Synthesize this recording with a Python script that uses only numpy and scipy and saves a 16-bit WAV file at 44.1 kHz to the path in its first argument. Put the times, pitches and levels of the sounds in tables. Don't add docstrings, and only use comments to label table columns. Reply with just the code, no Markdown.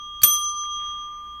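import sys
import numpy as np
from scipy import signal
from scipy.fft import rfft, irfft
from scipy.io import wavfile
from scipy.ndimage import uniform_filter1d

SR = 44100
rng = np.random.default_rng(int(sys.argv[2]) if len(sys.argv) > 2 else 0)


def unload_audio(sound):
    columns = np.transpose(np.atleast_2d(sound))
    steps = np.round(np.clip(columns, -1, 1) * 32767)
    wavfile.write(sys.argv[1], SR, steps.astype(np.int16))


N = 61739

# start [s], strength [dB], brightness [dB per octave above the lowest dome mode].
STRIKES = [(-1.03, 2, 6.5), (0.2328, 3, 1.83)]


def amp(db):
    return 10 ** (np.asarray(db) / 20)


def evened(x):
    return x / np.sqrt(np.mean(x ** 2) + 1e-20)


def read(points, hz):
    f, value = np.transpose(points)
    return np.interp(np.log(hz + 1), np.log(f + 1), value)


def coloured(gain, size):
    hz = np.fft.rfftfreq(size, 1 / SR)
    spectrum = rfft(rng.standard_normal(size)) * gain(hz)
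    return evened(irfft(spectrum, size))


def add(mix, s, sound):
    part = mix[round(s * SR):][:len(sound)]
    part += sound[:len(part)]


def ring(modes, t):
    return sum(amp(db - 60 * t / t60) * np.sin(2 * np.pi * hz * t) for hz, db, t60 in modes)


def dome():
    # pitch [Hz], level before strength and brightness [dB], t60 [s], partner's offset above [Hz],
    # partner's level against the first sine [dB], time of one lull after the blow [s].
    mode_pairs = [(1196.2, -27.5, 6.16, 0.26, -20.5, 1.85), (3263, -28, 3.29, 1.563, -6.5, 0.31),
                  (6115, -22, 1.368, 7.2, -5.5, 0.032), (8322, -27.5, 0.24, 66, -0.5, 0.041),
                  (9533, -30, 0.49, 11.8, 5.5, .06), (13324, -14, .26, 19, -3, 0.031)]
    bloom_s = 0.0044
    t, out = np.arange(N) / SR, np.zeros(N)
    ends = [row[0] for row in STRIKES[1:]] + [np.inf]
    for (s, strength_db, tilt_db), end in zip(STRIKES, ends):
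        u = np.maximum(t - s, 0)
        rise = 1 - np.exp(-u / bloom_s)
        handover = np.exp(-np.maximum(t - end, 0) / bloom_s)
        for hz, mode_db, t60, split_hz, partner_db, lull in mode_pairs:
            turn = 2 * np.pi * (hz * u + rng.random())
            partner = amp(partner_db) * np.sin(turn + 2 * np.pi * split_hz * (u - lull))
            pair = np.sin(turn) - partner
            bright_db = tilt_db * np.log2(hz / mode_pairs[0][0])
            level = amp(strength_db + mode_db + bright_db - 60 * u / t60)
            out += rise * handover * level * pair
    return out


def blow():
    clank_pitches = [337, 490, 600, 2690, 3410, 4430, 6020, 6250, 8343, 8360, 9167, 9356, 9440, 13400,
                     13510]
    # level before the strike's strength [dB], t60 [s], rise time constant [s].
    clank_modes = [(-32.5, 0.1664, .012), (-39, 0.046, .004), (-43.5, 0.2, 0.0068), (-36, 0.1941, .002),
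                   (-27.5, .08, 0.00084), (-35.5, 0.2144, .002), (-12.5, 0.05, 0.00092),
                   (-18.5, 0.08, .001), (-10.5, 0.0351, .004), (-43, 0.67, .002), (-32.5, 0.095, .001),
                   (-35.5, .2, .001), (-45, .14, .001), (-27.5, .08, .001), (-30.5, .11, .001)]
    # frequency [Hz], relative level [dB per Hz].
    crash_colour = [(60, -14.5), (120, -2), (250, -14.5), (550, -9), (900, -16), (1800, -3), (3200, -2),
                    (6000, -1.5), (9000, 1), (11500, -8.5), (14000, -1), (16400, -18)]
    # frequency [Hz], t60 [s].
    crash_decay = [(80, 0.13), (500, 0.19), (2000, 0.074), (5000, 0.11), (15000, 0.091)]
    crash_db, crash_rise_s = -20, 0.00054
    echo_db, echo_t60 = -19, 0.57
    t = np.arange(SR) / SR
    noise = coloured(lambda f: amp(read(crash_colour, f)), size=SR)
    hz, frames, z = signal.stft(noise, SR, nperseg=128)
    direct = amp(-60 * frames / read(crash_decay, hz)[:, None])
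    echo = amp(echo_db - 60 * frames / echo_t60)
    burst = signal.istft(z * (direct + echo), SR, nperseg=128)[1][:SR]
    burst = amp(crash_db) * burst * (1 - np.exp(-t / crash_rise_s))
    clank = np.zeros(SR)
    for f, (db, t60, rise_s) in zip(clank_pitches, clank_modes):
        clank += ring([(f, db, t60)], t) * (1 - np.exp(-t / rise_s))
    return burst + clank


def press():
    # pitch [Hz], level relative to the press [dB], t60 [s].
    plunger_modes = [(1660, -5.5, 0.017), (2496, -13, .015), (4510, 2, 0.056), (7000, -13, .015),
                     (7800, -17.5, .02), (10280, -2.5, .015)]
    press_db, rise_s = -30, 0.00031
    snap_db, snap_t60 = -1.5, 0.077
    t = np.arange(SR // 10) / SR
    snap = coloured(lambda f: f / (f + 1500), size=len(t))
    snap = amp(snap_db - 60 * t / snap_t60) * snap
    return amp(press_db) * (ring(plunger_modes, t) + snap) * (1 - np.exp(-t / rise_s))


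def thud():
    hz, db, t60 = 111, -36, .12
    return ring([(hz, db, t60)], np.arange(SR // 4) / SR)


def tick(db, centre_hz, octaves, t60):
    t = np.arange(SR // 10) / SR
    puff = coloured(lambda f: np.exp(-(np.log2(f / centre_hz + 1e-3) / octaves) ** 2), size=len(t))
    return amp(db - 60 * t / t60) * puff


def chatter():
    # time [s], level [dB rms].
    chatter_level = [(.28, -80), (0.351, -62), (0.411, -57), (.45, -71), (0.489, -60.5), (.57, -60),
                     (.65, -65.5), (.7, -81.5), (1.0, -85)]
    # resonance [Hz], distance from its centre to half gain [Hz], relative level [dB].
    loose_modes = [(1620, 50, -6), (2675, 40, -3), (4230, 120, 0.3), (4500, 60, 0.5), (4960, 200, -1.5),
                   (6580, 140, -5), (7614, 21, -6.5), (8600, 150, -6), (10580, 99, -5.5), (11400, 60, -8),
                   (12350, 60, -8.5)]

    def resonances(f):
        return sum(amp(db) / (1 + ((f - hz) / width) ** 2) for hz, width, db in loose_modes)

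    s, level_db = np.transpose(chatter_level)
    envelope_db = np.interp(np.arange(N) / SR, s, level_db, left=-120)
    return amp(envelope_db) * coloured(resonances, size=N)


def rustle():
    # time [s], level [dB rms].
    slide_level = [(.72, -70.5), (.82, -57), (0.951, -61.5), (1.102, -63), (1.4, -67.5)]
    centre_hz, width_hz = 1650, 1200
    s, level_db = np.transpose(slide_level)
    band = coloured(lambda f: 1 / (1 + ((f - centre_hz) / width_hz) ** 2), size=N)
    return amp(np.interp(np.arange(N) / SR, s, level_db)) * band


def room():
    # frequency [Hz], relative level [dB per Hz].
    air_colour = [(20, -6), (60, -5), (120, -11.5), (250, -16.5), (500, -23.5), (900, -34.5), (1600, -33.5),
                  (2500, -35.5), (4000, -39), (7000, -49.5), (10000, -41.5), (16400, -41)]
    # hum pitch [Hz], level before the waver [dB rms].
    hum_tones = [(30.4, -59), (59.5, -58)]
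    air_db = -57.5
    waver_hz, waver_depth = 3, 0.32
    t = np.arange(N) / SR
    out = amp(air_db) * coloured(lambda f: amp(read(air_colour, f)), size=N)
    for hz, db in hum_tones:
        tone = np.sqrt(2) * np.sin(2 * np.pi * (hz * t + rng.random()))
        waver = coloured(lambda f: np.exp(-(f / waver_hz) ** 2), size=N)
        out += amp(db) * tone * (1 + waver_depth * waver)
    return out


def scene():
    # start [s], level at the start [dB], centre [Hz], width [octaves], t60 [s].
    small_ticks = [(.346, -48.5, 1700, 0.39, 0.068), (.357, -42, 4500, 1.1, 0.13),
                   (.6362, -43.5, 1300, 0.94, 0.014), (.641, -56.5, 2000, 0.72, 0.014),
                   (.6535, -50, 1500, 1.05, 0.032), (.7983, -48.5, 2400, 0.51, .015),
                   (.845, -65.5, 10500, .4, 0.026)]
    press_s, thud_s = .2178, .222
    mix = dome() + chatter() + rustle() + room()
    for s, strength_db, _ in STRIKES:
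        if s >= 0:
            add(mix, s, amp(strength_db) * blow())
    add(mix, press_s, press())
    add(mix, thud_s, thud())
    for s, *sound in small_ticks:
        add(mix, s, tick(*sound))
    return mix[None]


def record(dry):
    knee_db, squeeze = -18, 0.25
    fall_db_per_s = 20
    edge_hz = 16350
    power = uniform_filter1d((dry ** 2).mean(0), 800, origin=399)
    power_db = 10 * np.log10(abs(power) + 1e-12)
    fall = np.arange(N) * fall_db_per_s / SR
    held_db = np.maximum.accumulate(power_db + fall) - fall
    over_db = np.maximum(held_db - knee_db, 0)
    ducked = dry / amp(squeeze * over_db)
    lowpass = signal.firwin(1023, edge_hz, window=("kaiser", 9), fs=SR)
    return signal.oaconvolve(ducked, lowpass[None], "same")


dry = scene()
out = record(dry)
unload_audio(out)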